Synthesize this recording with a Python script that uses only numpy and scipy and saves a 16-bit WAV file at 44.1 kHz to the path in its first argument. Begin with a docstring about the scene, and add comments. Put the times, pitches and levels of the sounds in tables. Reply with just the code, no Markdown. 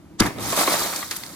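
"""A sledgehammer bursts a tempered shop window a few metres away: crack, thump of the pane, rattling frame.
The crack is clicks and dispersive chirps; pane, frame and sill are damped modes; rattles are resonant bursts.
Crumbs and chips pour onto sill and pavement as random clicks and decaying sines over a low flutter.
Slabs clack with two modes each, and clumps splinter as resonant bursts of contacts.
The empty shop answers with a short tail of decaying noise; filtered noise gives a low outdoor rumble."""
import sys
import numpy as np
from scipy import signal
from scipy.fft import rfft, irfft
from scipy.io import wavfile

SR = 44100
rng = np.random.default_rng(int(sys.argv[2]) if len(sys.argv) > 2 else 0)


def master_out(mix):
    """Clip the mix to full scale and print it as 16-bit PCM to the path in sys.argv[1]."""
    frames = np.transpose(np.atleast_2d(mix))
    ceiling = np.clip(frames, -1, 1)
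    pcm = np.round(ceiling * 32767).astype(np.int16)
    wavfile.write(sys.argv[1], SR, pcm)


N = 59535  # samples

# spectrum of a fracture chirp: frequency_hz, gain_db
SNAP_COLOUR = [(1500, -52), (2800, -4), (4200, 3.5), (5500, 7), (7000, -13), (10500, 0.5), (12000, -11),
               (14000, -11), (16000, -29)]


def snap(origin_s, level_db, lag_s):
    """Dispersion: bending waves in glass go faster at high pitch, so a fracture is heard as a falling chirp."""
    hz = np.maximum(np.fft.rfftfreq(N, 1 / SR), 1)
    arrival_s = origin_s + lag_s * np.sqrt(1e4 / hz)
    # the phase is the running sum of the arrival time over frequency
    phase = 2 * np.pi * np.cumsum(arrival_s) * SR / N
    left = amp(over_hz(SNAP_COLOUR)) * np.exp(-1j * phase)
    right = left * np.exp(-1j * over_hz(LEAD))
    chirp = irfft(np.array([left, right]), N)
    # level_db sets the energy of both channels together, as if spread over 10 ms
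    return amp(level_db) * chirp / np.sqrt(np.sum(chirp ** 2) / (.01 * SR))


# fractures that snap through the pane: origin_s, level_db, lag_s of the 10 kHz part
SNAPS = [(.2020, -12.5, .0021), (0.2052, -23, 0.0029)]
# spectrum of the crack: frequency_hz, gain_db
CRACK_COLOUR = [(300, -2.5), (1200, 0), (2600, -6.5), (4200, 0.5), (6000, -2), (8000, -3), (11000, -26),
                (15000, -39)]
CRACK_S, CRACK_DB, CRACK_RISE_S, CRACK_T60_S = 0.2026, -13, 0.0036, 0.042
CRACK_PAN_DB = -1.5  # left over right


def crack():
    """Brittle fracture: dense random contacts in one brief burst, joined by dispersive chirps."""
    contacts = colour(crackle(20000, 1.2), CRACK_COLOUR)
    sound = burst(contacts, CRACK_S, CRACK_DB, CRACK_RISE_S, CRACK_T60_S)
    for origin_s, level_db, lag_s in SNAPS:
        sound = sound + snap(origin_s, level_db, lag_s)
    return sound * pan(CRACK_PAN_DB)


# bending modes of the pane, before the pitch factor: frequency_hz, relative level_db, t60_s
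PANE = [(46.7, -14, 0.1), (108.5, -11.5, 0.15), (230.6, 5, 0.035), (298.7, 4, 0.031)]
# the hammer strikes the pane, then the frame: delay_s after THUMP_S, relative level_db, pitch factor
SHOVES = [(0, -4, 1.0), (0.0545, -16.5, 1.25)]
THUMP_S, THUMP_DB, THUMP_RISE_S = .2068, 2, 0.0044
THUMP_PAN_DB = 5.5  # left over right


def thump():
    """Modal vibration: each shove sets the pane's bending modes ringing as damped sines."""
    sound = 0
    for delay_s, level_db, pitch in SHOVES:
        t = np.maximum(times() - THUMP_S - delay_s, 0)
        onset = 1 - np.exp(-t / THUMP_RISE_S)
        # scaling time raises the pitch and shortens the decay together
        sound = sound + amp(THUMP_DB + level_db) * ring(PANE, pitch * t) * onset
    return sound * pan(THUMP_PAN_DB)


# rattles of the glass edge in its frame: start_s, level_db, strongest_hz, t60_s
RATTLES = [(0.206, -17, 940, 0.031), (0.2135, -17.5, 1390, 0.04), (0.222, -15.5, 1950, 0.022),
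           (0.2263, -23.5, 700, 0.025), (0.233, -22, 1400, 0.045), (.2428, -24, 2000, 0.014),
           (.2495, -28.5, 800, .04), (0.259, -23, 980, 0.076), (0.267, -31, 1700, 0.054),
           (0.274, -31, 900, 0.043)]
# spectrum of the edge contacts: frequency_hz, gain_db
RATTLE_COLOUR = [(80, -5), (300, 3.5), (480, -8), (1000, -6), (1500, -5.5), (2100, -2.5), (2700, -13.5),
                 (6000, -22), (15000, -8)]
# ringing of frame and hammer: frequency_hz, relative level_db, t60_s
FRAME = [(620, 13, 0.2), (740, 12, 0.19), (1020, -4, 0.14), (1340, 15, 0.073), (1610, 6, 0.052),
         (1820, 12, 0.11)]
RATTLE_WIDTH = 0.69  # share of the strongest frequency
FRAME_RING_DB = -17.5  # relative to the rattles


def rattle():
    """Repeated impact: bursts of edge contacts excite the resonances of frame and hammer."""
    edge = colour(crackle(9000, 0.79), RATTLE_COLOUR)
    sound = 0
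    for start_s, level_db, hz, t60_s in RATTLES:
        sound = sound + burst(resonate(edge, hz, RATTLE_WIDTH), start_s, level_db, 0.00023, t60_s)
    return with_ring(sound, FRAME, FRAME_RING_DB)


def blow():
    """Fracture and impact: cracks race through the pane, which bends with a thump and rattles its frame."""
    return crack() + thump() + rattle()


CHIPS_PER_S, CHIP_LOW_HZ, CHIP_HIGH_HZ = 1200, 3640, 14870
CHIP_CYCLES = 18  # a chip falls to 1/e of its amplitude in this many cycles


def chips():
    """Free vibration: each loose chip tinkles at its own pitch and decays over a fixed number of cycles."""
    t = np.arange(2048) / SR
    out = np.zeros(N + len(t))
    for when, pitch, size in rng.random((int(CHIPS_PER_S * N / SR), 3)):
        hz = CHIP_LOW_HZ * (CHIP_HIGH_HZ / CHIP_LOW_HZ) ** pitch
        start = int(when * N)
        gain = amp(31 * size ** 3)  # mostly small, a few up to 31 dB stronger
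        out[start:start + len(t)] += gain * np.sin(2 * np.pi * hz * t) * np.exp(-hz * t / CHIP_CYCLES)
    return unit(out[:N])


# flow of falling crumbs and chips: time_s, level_db
POUR = [(.205, -52), (.238, -32), (.247, -40), (.264, -28.5), (.305, -52), (.365, -49), (.395, -39.5),
        (.43, -30.5), (.525, -26), (.553, -28.5), (.575, -22), (.608, -18), (.655, -25.5), (.735, -22),
        (.775, -26), (.80, -22.5), (.90, -29.5), (.99, -30), (1.09, -38), (1.145, -34.5), (1.21, -38.5),
        (1.35, -42)]
# spectrum of the crumbs: frequency_hz, gain_db
CRUMB_COLOUR = [(400, -10), (1200, 5), (2250, -1), (2850, -5), (3800, 2.5), (5000, -0.5), (6200, 0),
                (8500, 1.5), (11000, -2), (15000, -2)]
# low flutter of the sagging sheet: time_s, level_db
SAG = [(.21, -24), (.275, -27), (.315, -45.5), (.375, -31.5), (.46, -35.5), (.545, -32.5), (.60, -81),
       (.74, -43), (.80, -43.5), (.95, -57)]
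# spectrum of the flutter: frequency_hz, gain_db
SAG_COLOUR = [(25, -15), (70, -6), (110, 5), (160, -2), (240, 0.5), (350, 0), (520, -14), (2000, -63)]
CRUMBS_PER_S, CRUMB_SPREAD_DB = 7000, 3
CHIP_DB = -7  # relative to the crumbs
GLASS_PAN_DB = -0.5  # left over right


def shower():
    """Random superposition: many small impacts of crumbs and chips merge over the flutter of the sheet."""
    sag = unit(colour(crackle(2500, 3.9), SAG_COLOUR)) * flow(SAG)
    crumbs = unit(colour(crackle(CRUMBS_PER_S, CRUMB_SPREAD_DB), CRUMB_COLOUR))
    falling = crumbs + amp(CHIP_DB) * spread(chips)
    return sag + falling * flow(POUR) * pan(GLASS_PAN_DB)


# slabs landing flat: start_s, level_db, lower_hz, upper_hz, upper over lower level_db, t60_s
SLABS = [(.385, -33, 620, 1250, -5, .04), (.451, -30, 800, 1400, -3, .04),
         (.528, -17.5, 660, 1080, -1, .042), (.575, -19.5, 595, 1170, -4, .05),
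         (.6125, -14.5, 690, 1120, -9, .045), (.633, -22.5, 880, 1360, 2, .04),
         (.6758, -18, 660, 1100, 5, .045), (.682, -21, 295, 900, -4, .07),
         (.7398, -14, 670, 1170, -1, .036), (.748, -26, 590, 1130, 3, .05), (.757, -22, 930, 1250, -8, .05),
         (.812, -27, 800, 1180, 2, .045), (.929, -27, 780, 1350, 0, .03), (.9355, -26, 1150, 2150, -3, .03),
         (1.0278, -23, 1150, 1930, -2, .042), (1.2352, -34, 930, 2060, 9, .016)]
# slabs are too small to radiate bass: frequency_hz, gain_db
SLAB_LOW_CUT = [(70, -40), (160, -1), (260, 0.5)]
SLAB_RISE_S, SLAB_GRIT_DB = .0005, -5  # grit relative to each slab's level_db
SLAB_WIDTH = 1.1  # share of the upper mode's frequency


def slabs():
    """Plate modes: each landing slab sounds two damped modes, with contact grit filtered around both."""
    contacts = crackle(9000, 0.89)
    sound = 0
    for start_s, level_db, low_hz, high_hz, high_db, t60_s in SLABS:
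        t = np.maximum(times() - start_s, 0)
        modes = [(low_hz, level_db, t60_s), (high_hz, level_db + high_db, t60_s)]
        tone = ring(modes, t) * (1 - np.exp(-t / SLAB_RISE_S))
        grit = resonate(resonate(contacts, high_hz, SLAB_WIDTH), low_hz, 2.8)
        sound = sound + tone + burst(grit, start_s, level_db + SLAB_GRIT_DB, SLAB_RISE_S, t60_s)
    return colour(sound, SLAB_LOW_CUT)


# coarse pieces tumbling on the sill: time_s, level_db
TUMBLE = [(.22, -32), (.29, -31.5), (.335, -45), (.40, -35.5), (.46, -37), (.50, -34.5), (.55, -30.5),
          (.60, -22.5), (.655, -31.5), (.725, -24), (.76, -29.5), (.785, -33.5), (.87, -31), (.91, -37.5),
          (1.0, -38.5), (1.09, -57), (1.14, -50), (1.22, -50), (1.35, -50.5)]
# spectrum of the tumbling pieces: frequency_hz, gain_db
SILL_COLOUR = [(70, -48), (160, -6), (240, -4), (320, 1), (460, -3.5), (660, 0.5), (850, -3), (1130, -3),
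               (1600, -14), (2200, -6), (3000, -14.5), (8000, -34.5)]
# ringing of the metal sill under the falling glass: frequency_hz, relative level_db, t60_s
SILL = [(628, -2, 0.052), (705, -8, 0.34), (826, 1, 0.24), (938, 4.5, 0.48), (1089, 11, 0.075),
        (1190, 4.5, 0.14), (1314, 21, 0.066)]
PIECES_PER_S, PIECE_SPREAD_DB = 1500, 2.5
SILL_RING_DB = -11  # relative to the falling glass
SILL_PAN_DB = -1.5  # left over right


def sill():
    """Forced resonance: tumbling pieces and clacking slabs set the modes of the metal sill ringing."""
    tumble = unit(colour(crackle(PIECES_PER_S, PIECE_SPREAD_DB), SILL_COLOUR)) * flow(TUMBLE)
    return with_ring(tumble + slabs(), SILL, SILL_RING_DB) * pan(SILL_PAN_DB)


# clumps splintering on the pavement: start_s, level_db, strongest_hz, width as a share of it, t60_s
CLUMPS = [(.385, -31, 3800, 0.25, 0.012), (0.406, -35, 8000, 2.2, .05), (0.523, -22, 7000, 2, .05),
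          (0.564, -21.5, 5900, 2.5, 0.1), (.6758, -21.5, 2120, 0.27, 0.085),
          (0.729, -20.5, 4400, 1.3, 0.075), (0.961, -20.5, 5300, 1.1, 0.037),
          (1.1113, -20.5, 4870, 1.06, 0.025), (1.1098, -29.5, 1630, 0.8, 0.12),
          (1.1137, -29.5, 2200, 5.9, 0.079), (1.128, -32, 4000, 3.5, 0.016), (1.164, -24.5, 9000, 3, 0.04),
          (1.168, -23.5, 11200, 0.64, 0.0088), (1.2355, -29.5, 3440, 0.2, 0.012),
          (1.2367, -28, 4340, 0.087, 0.013), (1.2647, -28.5, 4400, 0.3, 0.0072)]
CLUMP_RISE_S = 0.00021


def clumps():
    """Band-limited impact: each clump of crazed glass splinters as a resonant burst of contacts."""
    contacts = crackle(9000, 2.3)
    sound = 0
    for start_s, level_db, hz, width, t60_s in CLUMPS:
        sound = sound + burst(resonate(contacts, hz, width), start_s, level_db, CLUMP_RISE_S, t60_s)
    return pan(GLASS_PAN_DB) * sound


# spectrum of the shop's answer: frequency_hz, gain_db
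SHOP_COLOUR = [(100, -10), (300, -15), (700, -16), (1800, 0.5), (4000, -4.0), (14000, 0)]
SHOP_DB, SHOP_T60_S, SHOP_DELAY_S = -12, 0.41, 0.015


def shop(x):
    """Reverberation: convolution with delayed, exponentially decaying noise gives the empty shop's answer."""
    t = times() - SHOP_DELAY_S
    noise = colour(rng.standard_normal((2, N)), SHOP_COLOUR)
    shape = fade(t, SHOP_T60_S) * (t > 0)
    tail = noise * shape / np.linalg.norm(shape)
    return amp(SHOP_DB) * signal.fftconvolve(x, tail, axes=1)[:, :N]


# spectrum of the outdoor rumble: frequency_hz, gain_db
STREET = [(25, -23), (66, -8.5), (135, -6.5), (180, -2.5), (240, -9.5), (330, -3.5), (400, -17),
          (700, -19.5), (1200, -25), (3000, -34.5), (9000, -39.5), (15000, -44)]
STREET_DB = -46.5


def street():
    """Stationary noise: a steady low outdoor rumble is random noise with a fixed spectrum."""
    noise = spread(lambda: rng.standard_normal(N))
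    return amp(STREET_DB) * unit(colour(noise, STREET))


def amp(db):
    """Level law: decibels to amplitude gain."""
    return 10 ** (np.asarray(db) / 20)


def unit(x):
    """Normalisation: scale to rms 1."""
    return x / np.sqrt(np.mean(x ** 2) + 1e-18)


def times():
    """Sampling: the clock in seconds."""
    return np.arange(N) / SR


def over_hz(points):
    """Logarithmic interpolation: read a table of frequency_hz, value at every frequency bin."""
    hz, value = np.array(points).T
    bins_hz = np.fft.rfftfreq(N, 1 / SR) + 1e-9
    return np.interp(np.log(bins_hz), np.log(hz), value)


def colour(x, points):
    """Linear filtering: weight the spectrum by a table of frequency_hz, gain_db."""
    return irfft(rfft(x) * amp(over_hz(points)), N)


def flow(points):
    """Amplitude envelope: gain along a table of time_s, level_db, silent before its first row."""
    s, db = np.array(points).T
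    return amp(np.interp(times(), s, db)) * (times() >= s[0])


def pan(db):
    """Level difference: left and right gains, db being left over right."""
    return amp(np.array([[db], [-db]]) / 2)


def fade(t, t60_s):
    """Exponential damping: 60 dB down t60_s after time zero."""
    return np.exp(-np.log(1000) * np.maximum(t, 0) / max(t60_s, 1e-3))


def ring(modes, t):
    """Modal superposition: damped sines that start at time zero."""
    return sum(amp(db) * np.sin(2 * np.pi * hz * np.maximum(t, 0)) * fade(t, t60) for hz, db, t60 in modes)


def with_ring(x, modes, db):
    """Resonant response: add the ringing of a body that x strikes, db relative to x."""
    response = signal.fftconvolve(x, ring(modes, times())[None], axes=1)[:, :N]
    return x + amp(db) * np.std(x) * unit(response)


def resonate(x, hz, width):
    """Single resonance: a second-order band-pass whose width is a share of its frequency."""
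    g = np.tan(np.pi * min(hz / SR, .45))
    numerator = [g * width, 0, -g * width]
    denominator = [1 + g * width + g * g, 2 * g * g - 2, 1 - g * width + g * g]
    return signal.lfilter(numerator, denominator, x)


def burst(x, top_s, db, rise_s, t60_s):
    """Transient envelope: a stream swells exponentially to its level db at top_s, then dies away."""
    t = times() - top_s
    shape = np.exp(np.minimum(t, 0) / max(rise_s, 1e-4)) * fade(t, t60_s)
    return amp(db) * unit(x * shape) * np.sqrt(np.mean(shape ** 2))


def clicks(rate, spread_db):
    """Random impulses: contacts of either sign, many small and a few large."""
    size = amp(spread_db * np.minimum(rng.exponential(size=N), 4))
    sign = np.sign(rng.standard_normal(N))
    struck = rng.random(N) < rate / SR
    return unit(size * sign * struck)


# likeness of the two microphones: frequency_hz, share of power in common (0-1)
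LIKENESS = [(50, 0.65), (200, 1), (1100, 0.58), (2200, 0.93), (3200, 0.52), (6000, 0.16), (9000, 0.24),
            (11000, 0.61), (15000, 1)]
# phase by which the left microphone leads: frequency_hz, lead_rad
LEAD = [(100, 0.5), (1550, 0.5), (2800, 2), (3500, -0.7), (4200, -1.5), (5200, 2), (6600, 8), (7100, 8),
        (7600, 4), (9500, 2), (12000, -3.5), (15300, -9.5)]


def spread(draw):
    """Partial coherence: two microphones share one part with a phase lead, and each has a part of its own."""
    shared, left, right = (rfft(draw()) for _ in range(3))
    alike = np.clip(over_hz(LIKENESS), 0, 1)
    common = np.array([shared, shared * np.exp(-1j * over_hz(LEAD))])
    own = np.array([left, right])
    return irfft(np.sqrt(alike) * common + np.sqrt(1 - alike) * own, N)


def crackle(rate, spread_db):
    """Scattered impacts: a stereo stream of random contacts."""
    return spread(lambda: clicks(rate, spread_db))


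def scene():
    """Superposition: the blow, the falling glass, the shop and the street."""
    glass = blow() + shower() + sill() + clumps()
    return glass + shop(glass) + street()


TOP_HZ = 15800


def record(dry):
    """Limiting and low-pass filtering: the recorder clips peaks below full scale, then cuts the top."""
    low_pass = signal.ellip(8, .2, 80, TOP_HZ, fs=SR, output="sos")
    return signal.sosfilt(low_pass, np.clip(dry, -.88, .88))


dry = scene()
out = record(dry)
master_out(out)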